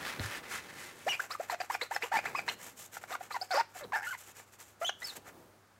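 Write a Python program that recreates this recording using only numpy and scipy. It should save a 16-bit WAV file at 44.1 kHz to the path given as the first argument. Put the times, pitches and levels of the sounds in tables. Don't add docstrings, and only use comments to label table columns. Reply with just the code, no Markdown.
import sys
import numpy as np
from scipy import signal
from scipy.fft import rfft, irfft, next_fast_len
from scipy.io import wavfile
from scipy.ndimage import uniform_filter1d, map_coordinates

SR = 44100
rng = np.random.default_rng(int(sys.argv[2]) if len(sys.argv) > 2 else 0)


def unload_audio(sound):
    columns = np.transpose(np.atleast_2d(sound))
    steps = np.round(np.clip(columns, -1, 1) * 32767)
    wavfile.write(sys.argv[1], SR, steps.astype(np.int16))


N = 255559
TIME = np.arange(N) / SR
BAND_LIMIT_HZ = 15850


def amp(db):
    return 10 ** (np.asarray(db) / 20)


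def unit_rms(x):
    return x / np.sqrt(np.mean(x ** 2) + 1e-20)


def at_hz(curve, hz):
    points_hz, values = np.transpose(curve)
    return np.interp(np.log(hz + 1), np.log(points_hz + 1), values)


def colour(x, spectrum):
    size = next_fast_len(len(x) + 512)
    gain = amp(at_hz(spectrum, np.fft.rfftfreq(size, 1 / SR)))
    return unit_rms(irfft(rfft(x, size) * gain, size)[:len(x)])


def wander(count, rate_hz):
    position = np.arange(count) * rate_hz / SR
    return map_coordinates(rng.standard_normal(int(position[-1]) + 4), [position + 1], order=2)


def add(mix, start_s, sound):
    part = mix[max(0, round(start_s * SR)):][:len(sound)]
    part += sound[:len(part)]


# frequency in Hz, relative level in dB.
SLIP_SPECTRUM = [(40, -48), (250, -34), (480, -2), (800, 3.5), (1200, 2.5), (1700, 5.5), (2400, -3.5),
                 (3200, -11.5), (4200, -10.5), (5300, -12), (7000, -14), (10000, -29), (15000, -32)]

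def stick_slip(length_s, mid_hz, glide_oct, level_db, swell_db, overtone_db, rasp_db, edge_s=0.0023):
    count = int((length_s + edge_s / 2) * SR)
    progress = np.linspace(0, 1, count)
    roughness = amp(min(rasp_db, 0) / 2)
    arch_oct = 2.2 * length_s + 0.2 * abs(glide_oct)
    first_hz = mid_hz * 2 ** (-glide_oct / 2 - arch_oct)
    last_hz = mid_hz * 2 ** (glide_oct / 2 - arch_oct)
    hz = np.polyval(np.polyfit([0, 0.5, 1], [first_hz, mid_hz, last_hz], 2), progress)
    cycles = np.cumsum(hz * (1 + 0.045 * roughness * wander(count, 700))) / SR
    tone = np.sin(2 * np.pi * cycles)
    for k, lag in enumerate(rng.random(size=8), 2):
        body_db = at_hz(SLIP_SPECTRUM, k * hz) - at_hz(SLIP_SPECTRUM, 2 * mid_hz) - 10 * np.log2(k / 2)
        smear = 0.097 * (k - 2 + roughness) * wander(count, 916)
        overtone = np.sin(2 * np.pi * (k * cycles + lag + smear))
        tone += amp(overtone_db + body_db) * overtone * (k * hz < BAND_LIMIT_HZ)
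    lowness = 1 / (1 + (mid_hz / 2200) ** 4)
    puffs = colour(rng.standard_normal(count) * np.exp(-(cycles % 1) / 0.2), SLIP_SPECTRUM)
    fray = 1 + 0.88 * roughness ** 2 * (1 - lowness) * wander(count, 1788)
    voice = np.sqrt(2) * tone * fray + amp(rasp_db - 0.5) * lowness * puffs
    grip = unit_rms(amp(swell_db * progress + 1.6 * roughness * wander(count, 341.93)))
    fades = signal.windows.tukey(count, min(1, 2 * edge_s / length_s))
    return amp(level_db) * voice * grip * fades


# start in seconds, length in seconds, mid pitch in Hz, glide in octaves,
# then relative level, overtones and rasp in dB.
LOW_SLIPS = [(1.063, 0.026, 739, 1.04, -30.5, -30, -13.5), (1.194, .013, 1503, 0.38, -29.5, -35, -11),
             (1.302, .025, 1262, .8, -40.5, -18, -4.5), (1.349, 0.0065, 1236, -0.34, -33.5, -25, -23),
             (1.396, 0.016933, 670, 0.86, -32.5, -19, -19),
             (1.496, 0.007195, 960, 0.59, -30.5, -8.5, -10.5), (1.523, 0.025, 722, -0.17, -35, -18, -6),
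             (1.602, 0.01737, 723.7, 0.13, -34, -17, -3.5), (1.698, 0.014523, 977.7, 0.71, -31, -9, -11.5),
             (1.817, 0.017575, 497, 0.353, -42, -6, -5), (1.908, 0.019, 874, 0.82, -34.5, -7, -15),
             (2.031, .021, 481, 0.46, -42, 1, -11), (2.114, 0.024, 879.6, 0.86, -33, -5.5, -10),
             (2.139, 0.034, 898, -0.14, -28, -9, -7.5), (2.252, .012, 731, 0.38, -40, 0, -1),
             (2.348, .01, 1112, 0.55, -30, -14, -13), (2.478, 0.012, 974, 0.47, -38.5, 2.5, 4.5),
             (3.11, 0.021, 736.4, 0.64, -42.5, -15, 0), (3.134, 0.024, 1200, -0.3119, -38.5, -33, -14),
             (3.207, .01, 740, 0.16, -39, -17, -16), (3.304, 0.019, 1124, 1.2135, -40, -12, -1),
             (3.342, 0.028176, 997.5, -0.3307, -36, -9.5, -8),
             (3.413, 0.019294, 753.8, 0.17, -38, -12, -26), (3.506, 0.037, 740, -.2, -33.5, -4.5, -9.5),
             (3.541, 0.035, 567, 0.37, -32.5, -4.5, -2), (3.572, .041, 907.5, 0.2142, -27, -13.5, -9),
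             (3.752, .018, 742.7, -0.1788, -47.5, -9, -26), (3.807, 0.04784, 568.4, -0.61, -47, -11, -8),
             (3.92, 0.011, 1025, -0.36, -36.5, -12, -12), (3.93, 0.0282, 878, 0.22, -34.5, 0.5, -9.5),
             (4.028, 0.03797, 928.9, 0.078, -51, 8.5, -1), (4.067, 0.032, 1472, 0.11, -37, -16.5, -18),
             (4.107, 0.021826, 1530, -0.1956, -37, -20, -22.5),
             (4.127, 0.02643, 1055, -0.2051, -45, 0.5, -8), (4.813, 0.0345, 681, 0.16, -35, -6.5, -14.5),
             (5.018, 0.017, 1953, 0.11, -41.5, -13, -4.5)]

def low_squeaks():
    out = np.zeros(N)
    for start_s, length_s, hz, glide_oct, db, overtone_db, rasp_db in LOW_SLIPS:
        edge_s = 0.002 + 0.18 * max(glide_oct, 0) * length_s
        swell_db = 1 - 6 * glide_oct
        add(out, start_s, stick_slip(length_s, hz, glide_oct, db, swell_db, overtone_db, rasp_db, edge_s))
    return out


# start in seconds, length in seconds, mid pitch in Hz, glide in octaves,
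# then relative level and rasp in dB.
HIGH_SLIPS = [(1.079, 0.012912, 2177, 0.62, -36, 2.5), (1.089, 0.035, 2911, -0.01, -33, -10.5),
              (1.122, 0.034, 2435, 0.06, -37, -2.5), (1.309, 0.021, 4950, 0.6, -43.5, -8),
              (1.497, 0.016, 4240, .02, -48, 0), (1.6, .006, 2430, 0.04, -38.5, -2),
              (1.606, 0.0081, 4800, 0.1, -43.5, -11), (1.727, 0.02266, 5480, -0, -49.5, -7),
              (1.741, 0.01601, 2417, -0.08, -42, 3), (1.811, 0.008137, 2036, 0.47, -33, 0),
              (1.814, 0.021, 4110, 0.39, -40, -5.5), (1.945, 0.017, 5340, -0.1, -43, -41),
              (2.021, 0.02246, 2559, 0.75, -36.5, -1), (2.165, 0.03001, 2400, 0.26, -36, -36),
              (2.254, .02, 2248, 0.7, -36.5, -7), (2.357, 0.0379, 2530, -0.11, -35.5, -17),
              (2.484, 0.00874, 4035, .15, -34, -6), (2.489, 0.011, 2820, .2, -36, -6),
              (3.122, 0.0136, 4010, 0.26, -49, -3), (3.323, .024, 4700, .45, -51, 0),
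              (3.412, 0.01338, 4982, 0.35, -37, -16), (3.51, .036, 4950, 0.5, -42.5, -1.5),
              (3.548, 0.0603, 5170, .08, -43.5, -1.5), (3.835, 0.0099, 4020, -.1, -50.5, -2.5),
              (4.846, 0.016, 3073, .06, -35.5, -24.5), (4.862, 0.039, 3336, -0.24, -35.5, -11.5),
              (5.042, .016, 5279, .05, -38.5, -29), (5.052, 0.057, 4520, -0.34, -45.5, -17)]

def whistles(swell_db_per_oct=-16):
    out = np.zeros(N)
    for start_s, length_s, hz, glide_oct, db, rasp_db in HIGH_SLIPS:
        overtone_db = -8 + at_hz(SLIP_SPECTRUM, 2 * hz) - at_hz(SLIP_SPECTRUM, hz)
        swell_db = swell_db_per_oct * glide_oct
        add(out, start_s, stick_slip(length_s, hz, glide_oct, db, swell_db, overtone_db, rasp_db))
    return out


# start in seconds, relative level in dB.
CLOTH_GRABS = [(1.148, -45.5), (1.748, -32), (1.962, -28.5), (2.188, -31.5), (2.389, -34), (2.967, -41),
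               (3.037, -40.5), (3.151, -34.5), (3.365, -39), (3.608, -33), (4.892, -31.5)]

def grabs():
    out = np.zeros(N)
    for start_s, db in CLOTH_GRABS:
        croak = stick_slip(length_s=0.00624, mid_hz=742.7, glide_oct=-0.35, level_db=db,
                           swell_db=-12, overtone_db=-1, rasp_db=-2.5)
        add(out, start_s, croak)
    return out


# frequency in Hz, bandwidth in Hz, relative level in dB.
GLASS_MODES = [(830.1, 110, -5), (1576, 171.5, 3.5), (2140, 190, -8.5), (5300, 380, -8.5)]

def judder(start_s=3.9575, slips=9, first_gap_s=0.0042, slowing=1.178, first_db=-17, step_db=-1.57):
    out, t = np.zeros(N), np.arange(SR // 40) / SR
    attack = 1 - np.exp(-t / 0.0014)
    for k in range(slips):
        ring = np.zeros(len(t))
        for hz, width_hz, db in GLASS_MODES:
            detuned_hz = hz * rng.uniform(0.94, 1.05)
            ring += amp(db) * np.exp(-np.pi * width_hz * t) * np.sin(2 * np.pi * detuned_hz * t)
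        add(out, start_s, amp(first_db + k * step_db) * ring * attack)
        start_s += first_gap_s * slowing ** k
    return out


def movement(rows, sharpness):
    out = np.zeros(N)
    for start_s, length_s, db in rows:
        t = np.arange(max(0, -start_s), length_s, 1 / SR)
        angle = np.interp(t / length_s, [0, 0.42, 1], [0, np.pi / 2, np.pi])
        add(out, start_s, amp(db) * abs(np.sin(angle)) ** sharpness)
    return out


def fibres(spectrum, grain_db, flutter_db):
    sizes = np.minimum(rng.exponential(1, N), 3.5)
    snags = rng.standard_normal(N) * amp(grain_db * sizes)
    clumps = amp(flutter_db * wander(N, 260))
    return colour(snags * clumps, spectrum)


# start in seconds, length in seconds, relative level in dB.
CLOTH_STROKES = [(1.044, 0.15, -52), (1.17, 0.12, -53), (1.286, 0.094, -54), (1.375, 0.12, -57.5),
                 (1.477, 0.091, -51), (1.578, 0.11, -57.5), (1.687, 0.097, -49.5), (1.786, 0.10426, -55),
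                 (1.897, .105, -51), (1.998, 0.10745, -54), (2.107, .12, -51.5), (2.207, 0.14765, -59),
                 (2.332, 0.11, -58), (2.452, .114, -53), (2.57, 0.18253, -52.5), (2.752, 0.14368, -51.5),
                 (2.911, 0.094, -53), (2.992, 0.08653, -62.5), (3.067, 0.12, -54), (3.188, 0.11, -59),
                 (3.287, 0.11766, -56), (3.387, .1, -58), (3.48, 0.1717, -53.5), (3.685, 0.0625, -70.5),
                 (3.731, 0.10882, -53), (3.919, .1, -53), (4.005, .18, -52.5), (4.16, 0.12, -57),
                 (4.25, 0.087, -58), (4.335, 0.12, -57), (4.45, 0.08204, -70.5), (4.513, 0.056, -61.5),
                 (4.582, 0.068, -54), (4.62, 0.1452, -65), (4.79, 0.13, -53), (4.975, 0.21061, -53.5),
                 (5.151, 0.035, -49), (5.24, 0.084, -61)]
# time in seconds, scrape gain in dB.
FINGER_PRESSURE = [(1.1, 4), (1.3, 7.5), (1.6, 6.5), (2.05, 8), (2.28, 14.5), (2.5, 9.5), (2.8, -7.5),
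                   (3.05, 8.5), (3.4, 1.5), (3.55, 5), (3.96, 4), (4.09, -13), (4.3, 3), (4.85, -3),
                   (5.17, 1.5), (5.27, 10)]
# frequency in Hz, relative level in dB.
HISS_SPECTRUM = [(1500, -8.5), (3000, -1.5), (4500, -7), (6000, -0.5), (7400, 4.5), (9800, -6), (12500, -1),
                 (15800, -10.5)]
SCRAPE_SPECTRUM = [(150, -43), (350, -6), (700, -0.5), (1100, -1), (1700, 1), (2400, -4.5), (3300, -15.5),
                   (6000, -16), (12000, -50)]

def cloth(creep_db=-21, creep_s=0.18):
    speed = movement(CLOTH_STROKES, sharpness=1.66)
    creep = amp(creep_db) * uniform_filter1d(speed, int(creep_s * SR))
    pressure_db = np.interp(TIME, *np.transpose(FINGER_PRESSURE))
    hiss = amp(2.5) * fibres(HISS_SPECTRUM, grain_db=2.5, flutter_db=2.5)
    scrape = amp(pressure_db - 0.85) * fibres(SCRAPE_SPECTRUM, grain_db=2.5, flutter_db=3)
    return (speed + creep) * (hiss + scrape)


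# start in seconds, length in seconds, relative slide and fizz levels in dB.
SLEEVE_MOVES = [(-.12, 0.38, -43.5, -55), (0.048, 0.07776, -47, -48), (0.201, 0.1, -41, -43),
                (0.264, 0.16, -42, -47.5), (0.419, 0.081, -48, -62), (0.474, 0.14, -41, -40.5),
                (0.543, 0.24, -52.5, -59), (0.686, 0.027, -53, -59.5), (0.713, 0.26, -49, -47),
                (0.93, 0.2, -57, -53.5)]
# frequency in Hz, relative level in dB.
SLIDE_SPECTRUM = [(25, -20), (60, -5), (200, -8), (500, -8.5), (900, -0.5), (1800, 7), (2800, -2.5),
                  (5000, -7.5), (8000, -14), (15000, -20)]
FIZZ_SPECTRUM = [(1500, -8), (3000, -2.5), (4500, -4.5), (7200, 1.5), (9800, -4), (12500, -5.5),
                 (15800, -17.5)]

def sleeve(sharpness=1.16):
    start_s, length_s, slide_db, fizz_db = np.transpose(SLEEVE_MOVES)
    slide_speed = movement(zip(start_s, length_s, slide_db + 0.2), sharpness)
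    fizz_speed = movement(zip(start_s, length_s, fizz_db - 6.5), sharpness)
    slide = slide_speed * fibres(SLIDE_SPECTRUM, grain_db=4, flutter_db=2)
    fizz = fizz_speed * fibres(FIZZ_SPECTRUM, grain_db=4.5, flutter_db=3)
    return slide + fizz


# time in seconds, relative level in dB.
RUSTLE_LEVELS = [(0, -47), (.26, -49.5), (1.08, -57), (1.2, -61), (1.7, -66.5), (2.05, -72.5), (2.29, -49),
                 (2.8, -64), (3.15, -61), (3.75, -69), (4.75, -68.5), (5.2, -59.5), (5.38, -53.5),
                 (5.79, -76)]
# start in seconds, length in seconds, relative level in dB.
GRIP_SQUEEZES = [(.19, 0.04412, -49), (1.055, 0.06565, -51), (2.135, 0.067, -49), (3.81, 0.13, -55),
                 (5.152, 0.046, -53.5)]
# frequency in Hz, relative level in dB.
RUSTLE_SPECTRUM = [(30, -14.5), (70, -9), (150, -2.5), (280, -1), (450, -2), (900, -7), (2500, -25.5)]

def rustle():
    handling = amp(np.interp(TIME, *np.transpose(RUSTLE_LEVELS)))
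    squeezes = movement(GRIP_SQUEEZES, sharpness=1.16)
    return amp(-2.5) * (handling + squeezes) * fibres(RUSTLE_SPECTRUM, grain_db=1.5947, flutter_db=1.1)


# start in seconds, relative level in dB, low-pass cutoff in Hz.
FINGER_TICKS = [(0.0636, -35, 13000), (0.196, -27, 4660), (2.172, -29, 8000), (2.305, -49, 6000),
                (2.3153, -54, 6000), (4.595, -51, 15000), (5.1618, -45, 15000)]
# frequency in Hz, relative level in dB.
TICK_SPECTRUM = [(40, -40), (200, -2), (600, -4), (1600, 7), (2700, -10), (4200, 5), (6500, -26),
                 (15000, -23.5)]

def ticks(decay_s=0.00085):
    out, t = np.zeros(N), np.arange(SR // 5) / SR
    for start_s, db, cutoff_hz in FINGER_TICKS:
        burst = amp(db + 2) * colour(rng.standard_normal(len(t)), TICK_SPECTRUM) * np.exp(-t / decay_s)
        lowpass = signal.butter(2, cutoff_hz, fs=SR, output="sos")
        add(out, start_s, signal.sosfilt(lowpass, burst))
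    return out


# start in seconds, level in dB, pitch in Hz, T60 in seconds.
BENCH_BUMPS = [(0.197, -22.5, 233, 0.02152), (0.202, -28, 93.83, 0.094), (0.247, -34.5, 105, 0.13),
               (2.167, -39, 246, 0.04768)]

def bumps(attack_s=0.0012):
    out, t = np.zeros(N), np.arange(SR // 5) / SR
    attack = 1 - np.exp(-t / attack_s)
    for start_s, db, hz, t60_s in BENCH_BUMPS:
        add(out, start_s, amp(db - 60 * t / t60_s) * np.sin(2 * np.pi * hz * t) * attack)
    return out


# frequency in Hz, T60 in seconds.
GARAGE_T60 = [(150, .35), (800, 0.22), (2700, 0.2734), (5500, 0.3), (14000, 0.27)]
# frequency in Hz, gain in dB.
ECHO_SPECTRUM = [(300, -3.5), (800, -1), (1500, 0.5), (2800, 6.5), (5000, 2.5), (9000, -3), (15000, -10)]

def garage(direct):
    count = SR // 2
    t = np.arange(count) / SR
    hz, frame_s, bands = signal.stft(rng.standard_normal(count) * (t > 0.006), SR, nperseg=256)
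    decay = amp(-60 * frame_s / at_hz(GARAGE_T60, hz)[:, None])
    tail = signal.istft(bands * decay, SR, nperseg=256)[1][:count]
    early = np.zeros(count)
    signs = rng.choice([-1, 1], size=12)
    delays_s = rng.uniform(0.001, 0.012, size=12)
    early[(delays_s * SR).astype(int)] = signs
    echoes = amp(-13) * early / np.linalg.norm(early) + amp(-17) * tail / np.linalg.norm(tail)
    gain = amp(at_hz(ECHO_SPECTRUM, np.fft.rfftfreq(count, 1 / SR)))
    response = irfft(rfft(echoes) * gain, count)[:count - SR // 20]
    return direct + signal.fftconvolve(direct, response)[:N]


# frequency in Hz, relative level in dB.
AIR_SPECTRUM = [(25, 0), (60, 3), (130, 4), (400, 0), (1400, 2), (3000, -10.5), (7000, -12.5),
                (15000, -20.5)]

def background(air_db=-65, hum_hz=100.4, hum_db=-72.5):
    phase = 2 * np.pi * hum_hz * TIME + 0.21 * wander(N, 9.1)
    hum = np.sqrt(2) * np.sin(phase) * amp(0.353 * wander(N, 9.7))
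    air = colour(rng.standard_normal(N), AIR_SPECTRUM)
    return amp(air_db) * air + amp(hum_db) * hum


def scene():
    glass = amp(-0.2) * (low_squeaks() + whistles() + grabs()) + judder()
    bench = glass + cloth() + sleeve() + rustle() + ticks() + bumps()
    return (garage(bench) + background())[None]


def record(dry, low_cut_hz=45):
    highpass = signal.butter(2, low_cut_hz, "highpass", fs=SR, output="sos")
    lowpass = signal.firwin(701, BAND_LIMIT_HZ, window=("kaiser", 9), fs=SR)
    return signal.oaconvolve(signal.sosfilt(highpass, dry), lowpass[None], "same")


dry = scene()
out = record(dry)
unload_audio(out)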